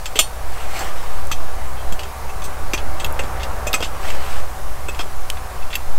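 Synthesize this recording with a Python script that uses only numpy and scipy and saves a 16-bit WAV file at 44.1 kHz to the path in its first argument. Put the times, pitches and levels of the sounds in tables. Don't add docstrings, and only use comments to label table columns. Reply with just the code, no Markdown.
import sys
import numpy as np
from scipy import signal
from scipy.fft import rfft, irfft
from scipy.io import wavfile
from scipy.ndimage import uniform_filter1d

SR = 44100
rng = np.random.default_rng(int(sys.argv[2]) if len(sys.argv) > 2 else 0)


def wav_record(signal):
    frames = np.transpose(np.atleast_2d(signal))
    bounded = np.clip(frames, -1, 1)
    quanta = np.round(bounded * 32767).astype(np.int16)
    wavfile.write(sys.argv[1], SR, quanta)


def invert_db(x):
    u = np.asarray(x, float) / 20
    return 10 ** u


N = 263718

# freq_hz, density_db
ROAR_SPECTRUM = [(12, -44), (20, 2), (27, -11), (70, -18.5), (133, -30.5), (254, -34), (292, -34.5),
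                 (510, -29), (570, -26), (754, -28), (891, -27.5), (1180, -29), (3400, -47), (11300, -50),
                 (15800, -54)]
# time_s, level_db
TRAFFIC_NEARNESS = [
    (0, -6),
    (.68, -4),
    (1.3, -4),
    (2.65, -2.5),
    (3.15, 0.5),
    (3.68, -0.7),
    (3.86, -2),
    (4.26, -3.5),
    (4.46, -4),
    (5.98, -5),
]
# freq_hz, level_db
ENGINE_ORDERS = [(21.3, -11), (42.6, -4), (64, 0), (85.3, -11.5), (128, -15.5), (383, -19), (766, -7.5),
                 (1150, -13)]
# centre_s, level_db, half_length_s
GUSTS = [
    (.5, -9, 0.46),
    (1.04, -11, 0.13),
    (1.395, -6.5, 0.33),
    (1.9, 5.5, 0.044),
    (2.297, -13, 0.049),
    (2.923, -1, 0.31),
    (4.31, -3.5, 0.38),
    (5.25, -8.5, 0.25),
    (5.643, -7, 0.07),
    (5.98, 16, 0.079),
]
# freq_hz, level_db
CLOTH_SPECTRUM = [(300, -3.5), (700, 4.5), (2400, 0), (4500, -8), (6800, -12), (8200, -6.5), (9400, -20),
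                  (12300, -14.5), (16000, -20)]
# peak_s, level_db, rise_s, fall_s
RUBS = [
    (.626, -38.5, 0.14, 0.026),
    (.814, -28.5, 0.13, 0.097),
    (.99, -37.5, 0.041, 0.22),
    (4.09, -32, 0.068, 0.039),
    (4.33, -33.5, 0.29, .09),
]
# start_s, level_db, lowest_hz, hollow_hz, t60_s
SNAPS = [
    (1.2713, -24, 5000, 8500, .008),
    (3.1247, -20, 8000, 10000, 0.0067),
    (5.301, -7, 1800, 3100, 0.0084),
]
# freq_hz, level_db, t60_s
FREE_MODES = [(1244, -13, .066), (2480, -14, .08), (2676, -16, .16), (2900, -11, .07), (3031, -20, .15),
              (3219, -14, .14), (3350, -6, .06), (3490, -15, .12), (3698, -25, .25), (4355, -24, .27),
              (4388, -26, .25), (2180, -15, .07), (5033, -27, .13), (5303, -21, .11), (5819, -22, .19),
              (6050, -15, .08), (6525, -20, .1), (7160, -5, .065), (7332, -11, .089), (7500, -9, .063),
              (8086, -14, .073), (8884, -17, .24), (9019, -21, .19), (10860, -25, .2), (12200, -17, .05),
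              (12700, -22, .11), (13070, -25, .19), (14450, -31, .12), (14950, -30, .11),
              (15470, -19, .087)]
# freq_hz, level_db, t60_s
HELD_MODES = [(2093, -12, .06), (2550, -4.5, .06), (2720, -6, .06), (2900, -10, .06), (3220, 5, .06),
              (3500, 0.5, .06), (4520, -3.5, .06), (5170, -5.5, .06), (6170, -1.5, .06), (6840, -15, .06),
              (7450, -3.5, .06), (8130, -3, .06), (9270, -10, .06), (12000, -9, .06), (12300, -3, .06),
              (14100, 0, .06), (15400, -3, .06)]
# start_s, length_s
DRAGS = [(.156, 0.017), (1.316, 0.0098), (2.441, 0.018), (2.735, 0.0072), (2.294, 0.011), (1.765, .055),
         (3.194, 0.0057), (3.40, 0.028), (3.805, 0.013), (3.0, .006), (1.993, 0.005), (3.67, 0.0085),
         (3.731, 0.004), (3.741, 0.007), (3.825, 0.013), (3.845, 0.013), (4.084, .004), (4.886, 0.011),
         (4.993, 0.023), (5.705, 0.014), (5.729, 0.009), (5.623, 0.007), (5.371, 0.006)]
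# start_s, level_db, pitch_hz, t60_s
THUDS = [(.154, -19, 435, 0.1), (0.188, -11, 636, 0.049), (.804, -18.5, 762, 0.098),
         (1.311, -13.5, 1250, 0.02), (1.919, -22, 181, 0.06), (2.479, -23.5, 187, 0.034),
         (2.734, -12.5, 362, 0.03), (3.045, -23, 180, 0.022), (3.192, -14.5, 550, 0.061),
         (3.233, -19.5, 255, 0.028), (3.664, -17, 615, 0.064), (3.667, -21, 227, 0.053),
         (3.736, -11.5, 1280, 0.063), (3.802, -18, 450, 0.033), (3.823, -15, 495, 0.017),
         (3.829, -26, 184, 0.095), (4.884, -18.5, 399, 0.054), (4.991, -16.5, 725, 0.053),
         (5.005, -21.5, 1300, 0.057)]
# start_s, blow_db, brightness_db, low_mode_hz, high_mode_hz
KNOCKS = [(1.329, -25, -14, 3500, 6170), (1.993, -21, -4, 2900, 4950), (2.033, -27, -2, 3070, 7150),
          (2.42, -29, 0, 3530, 6200), (2.777, -21, -7, 3000, 6120), (2.999, -21, -4, 3220, 8130),
          (3.235, -33, 1, 3260, 7400), (3.36, -37, -14, 1880, 7400), (3.805, -24.5, -1, 3130, 5000),
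          (4.946, -29, -4, 2680, 7230), (5.371, -30, -12, 2520, 7400), (5.705, -29, -5, 3340, 7540),
          (5.729, -18, -17, 2670, 7400)]
# start_s, blow_db, brightness_db, low_mode_hz, high_mode_hz
CLACKS = [
    (.0572, -20, .5, 3150, 7370),
    (.156, -17.5, -4, 3080, 8100),
    (1.315, -17, -0.5, 3135, 6070),
    (1.924, -27.5, 4.5, 3220, 7280),
    (2.441, -34.5, 11, 3970, 8350),
]
# start_s, blow_db, brightness_db, low_mode_hz, high_mode_hz
PINGS = [
    (.7916, -36, 16, 3220, 7450),
    (.808, -23, -6, 1690, 7350),
    (1.765, -37.5, -20, 3090, 7400),
    (2.294, -33, -5, 2640, 6020),
    (3.67, -20.5, 1.5, 2530, 7180),
    (4.8845, -22, -3.5, 2595, 7820),
    (5.6225, -34, -12, 2630, 7400),
    (5.741, -31, 6, 2580, 6370),
]
# start_s, blow_db, brightness_db, low_mode_hz, high_mode_hz
SLAMS = [
    (2.7345, -9.5, -5, 2440, 6040),
    (3.192, -14.5, -9, 2720, 7830),
    (3.7403, -7, -3, 2510, 7940),
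    (4.103, -20, -6, 2670, 7320),
]
# start_s, blow_db, brightness_db, low_mode_hz, high_mode_hz
TICKS = [
    (3.045, -14.5, -5, 3385, 6730),
    (3.062, -29, 1, 2930, 8690),
    (3.7304, -15, -1.5, 3820, 5020),
    (5.754, -13.5, -4, 2690, 7600),
]
# start_s, blow_db, brightness_db, low_mode_hz, high_mode_hz
SCRAPES = [
    (3.397, -29.5, -7, 2130, 5170),
    (3.432, -20.5, -3.5, 2800, 4840),
    (3.825, -18.5, -1, 2820, 4870),
    (3.844, -23, -4, 2980, 7210),
    (4.084, -25, -18, 2150, 7400),
    (4.9915, -20, -3, 3260, 5170),
]

# low_ring_db and high_ring_db re clatter, top_db re high modes, other_low_db, t60_share
KNOCK, CLACK, PING = (-7.5, -11, -11, -3.5, 1.76), (-4, -4, -8, -2.5, 1.4), (7, -6, -7, -7.5, 1.2)
SLAM, TICK = (-6, -7.5, -10, -10, 1.3), (-2.5, -5, 0, -2.5, .75)
SCRAPE = (-7.5, -11, -12, -1.5, 1.5)
BELLY_HZ, WALL_HZ, TIP_HZ = 2642, 3500, 12250
BELLY_T60_S, WALL_T60_S, RIM_T60_S, TIP_T60_S = 0.053, 0.051, 0.072, 0.058


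def evened(x):
    return x / np.sqrt(np.mean(x ** 2) + 1e-20)


def peaked(x):
    return x / abs(x).max()


def read(points, hz):
    f, value = np.transpose(points)
    return np.interp(np.log(hz + 1), np.log(f + 1), value)


def follow(rows):
    return np.interp(np.arange(N) / SR, *np.transpose(rows))


def add(mix, start_s, sound):
    part = mix[round(start_s * SR):][:len(sound)]
    part += sound[:len(part)]


def coloured(spectrum, patchy_db, flicker_db):
    frames, hz = N // 256 + 5, np.fft.rfftfreq(1024, 1 / SR)
    real, imag, patches = rng.standard_normal((frames, 513, 3)).T
    patches = uniform_filter1d(patches, size=10, axis=0)
    patches = evened(uniform_filter1d(patches, size=14, axis=1))
    flicker = rng.standard_normal(frames)
    level_db = read(spectrum, hz)[:, None] + patchy_db * patches + flicker_db * flicker
    bins = (real + 1j * imag) * invert_db(level_db)
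    return evened(signal.istft(bins, nperseg=1024, noverlap=768)[1][:N])


def wander(rate_hz):
    bins = rfft(rng.standard_normal(N))
    return evened(irfft(bins / (1 + (np.fft.rfftfreq(N, 1 / SR) / rate_hz) ** 4), N))


def swells(rows):
    t = np.arange(N) / SR
    return sum(invert_db(db) * np.exp(-((t - peak_s) / np.where(t < peak_s, rise_s, fall_s)) ** 2)
               for peak_s, db, rise_s, fall_s in rows)


def ring(modes, drag_s=0, size=4000):
    hz, db, t60_s = np.transpose(modes)[:, :, None]
    t = np.arange(size) / SR
    phase = 2 * np.pi * rng.random(hz.shape)
    fade_db = -60 * np.maximum(t - drag_s, 0) / np.maximum(t60_s, .002)
    partials = invert_db(db + fade_db) * np.sin(2 * np.pi * hz * t + phase)
    return peaked(partials.sum(0))


def clatter(modes, lo_hz, hi_hz, t60_s, drag_s, size=4000):
    t, hz = np.arange(size) / SR, np.fft.rfftfreq(size, 1 / SR)
    humps = sum(invert_db(.7 * db) / (1 + ((hz - f) / (.05 * f)) ** 2) for f, db, _ in modes)
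    edges = 1 / (1 + (lo_hz / (hz + 1)) ** 8) / (1 + (hz / hi_hz) ** 8)
    grains = rng.standard_normal(size) * np.sqrt(rng.exponential(1, size))
    contacts = irfft(rfft(grains) * (.4 + humps) * edges, size)
    tick = np.minimum(t / .0003, 1) * (1 + 1.2 * np.exp(-t / .0015))
    fade_db = -60 * np.maximum(t - drag_s, 0) / max(t60_s, .002)
    return peaked(contacts * invert_db(fade_db) * tick)


def road():
    bass_band = signal.butter(2, [22, 40], "band", fs=SR, output="sos")
    bass = evened(signal.sosfilt(bass_band, rng.standard_normal(N)))
    air = coloured(ROAR_SPECTRUM, patchy_db=1.0, flicker_db=-0.08)
    hiss = signal.sosfiltfilt(signal.butter(2, 2600, "high", fs=SR, output="sos"), air)
    nearness_db = follow(TRAFFIC_NEARNESS)
    roar = evened(air - hiss) * invert_db(nearness_db - 28) + evened(hiss) * invert_db(-42)
    turns_s = np.cumsum(1 + 0.00781 * wander(2.83)) / SR
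    orders = sum(invert_db(db + 1.78 * wander(6.9)) * np.sin(2 * np.pi * (hz * turns_s + rng.random()))
                 for hz, db in ENGINE_ORDERS)
    return roar + invert_db(-37.0) * bass + invert_db(0.94 * nearness_db - 31) * orders


def wind():
    swing = wander(3.8)
    swing = evened(swing - uniform_filter1d(swing, size=30000))
    calm_db = -27.5
    gusts = invert_db(calm_db) + swells([(s, db, half_s, half_s) for s, db, half_s in GUSTS])
    return 0.48 * np.tanh(swing * gusts / 0.63)


def jacket():
    return coloured(CLOTH_SPECTRUM, patchy_db=1.7, flicker_db=1.3) * swells(RUBS)


def embers():
    out = np.zeros(N)
    for start_s, db, lo_hz, hollow_hz, t60_s in SNAPS:
        puff = clatter([(hollow_hz, 6, t60_s)], 0.7 * hollow_hz, 1.6 * hollow_hz, 2.7 * t60_s, 0.0011)
        burst = clatter([(hollow_hz, -6, t60_s)], lo_hz, 13000, t60_s, 0.00091)
        add(out, start_s, invert_db(db) * peaked(burst + 0.48 * puff))
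    return out


def dropped_spoon():
    out = np.zeros(N)
    start_s, ring_db, clatter_db, body_db = .1903, 2.1, 0.98, -10.5
    rattle = clatter(FREE_MODES, 2200, 14000, .12, 0.0058)
    body = clatter(FREE_MODES, 600, 7600, 0.063, 0.0095)
    damped = [(hz, db, 0.84 * t60_s) for hz, db, t60_s in FREE_MODES]
    add(out, start_s, invert_db(ring_db) * ring(damped, size=9000))
    add(out, start_s, invert_db(clatter_db) * rattle + invert_db(body_db) * body)
    return out


def blow(start_s, lo_hz, hi_hz, favoured_hz, t60_s, ring_db):
    drag_s = max([.002] + [length_s for s, length_s in DRAGS if abs(s - start_s) < .005])
    near = [(f, db + 3 * rng.standard_normal() - 6, t60_s) for f, db, _ in HELD_MODES if lo_hz < f < hi_hz]
    modes = near + [(favoured_hz, 0, 0.89 * t60_s)]
    build = np.minimum(np.arange(4000) / SR / (0.1 * drag_s), 1)
    tones = ring(modes, drag_s) * build
    return peaked(clatter(modes, lo_hz, hi_hz, t60_s, drag_s) + invert_db(ring_db) * tones)


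def touch(row, kind):
    start_s, db, bright_db, low_hz, high_hz = row
    low_db, high_db, tip_db, other_db, t60_share = kind
    deep = low_hz < 2900
    belly_hz, wall_hz = (low_hz, WALL_HZ) if deep else (BELLY_HZ, low_hz)
    belly = blow(start_s, 1320, 2900, belly_hz, t60_share * BELLY_T60_S, low_db)
    wall = blow(start_s, 3050, 4540, wall_hz, t60_share * WALL_T60_S, low_db)
    rim = blow(start_s, 4200, 9250, high_hz, t60_share * RIM_T60_S, high_db)
    tip = blow(start_s, 8400, 16000, TIP_HZ, TIP_T60_S, ring_db=-4)
    low = belly + invert_db(other_db) * wall if deep else invert_db(other_db) * belly + wall
    return invert_db(db) * (low + invert_db(bright_db) * (rim + invert_db(tip_db) * tip))


def thud(pitch_hz, t60_s):
    modes = [(pitch_hz, 0, t60_s)]
    return peaked(ring(modes) + 1.07 * clatter(modes, 160, 1800, t60_s, 0.0062))


def stirring():
    out = np.zeros(N)
    kinds = ((KNOCKS, KNOCK), (CLACKS, CLACK), (PINGS, PING),
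             (SLAMS, SLAM), (TICKS, TICK), (SCRAPES, SCRAPE))
    for rows, kind in kinds:
        for row in rows:
            add(out, row[0], touch(row, kind))
    for start_s, db, pitch_hz, t60_s in THUDS:
        add(out, start_s + .003, invert_db(db) * thud(pitch_hz, t60_s))
    return out


def clearing(x):
    t = np.arange(8000) / SR
    sparse = rng.choice([-1., 1.], 8000) * (rng.random(8000) < .05)
    taps = sparse * invert_db(-60 * t / .2) * (t > .002)
    return signal.fftconvolve(x, taps / np.linalg.norm(taps))[:N]


def scene():
    near = embers() + dropped_spoon() + stirring()
    returns = invert_db(-17) * clearing(near)
    return (road() + wind() + jacket() + near + returns)[None]


def band_limit(x):
    return signal.sosfilt(signal.butter(12, 16460, fs=SR, output="sos"), x)


def record(dry):
    limited = signal.oaconvolve(dry, signal.firwin(401, 15800, fs=SR)[None], "same")
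    return band_limit(np.clip(limited, -1, 1))


dry = scene()
out = record(dry)
wav_record(out)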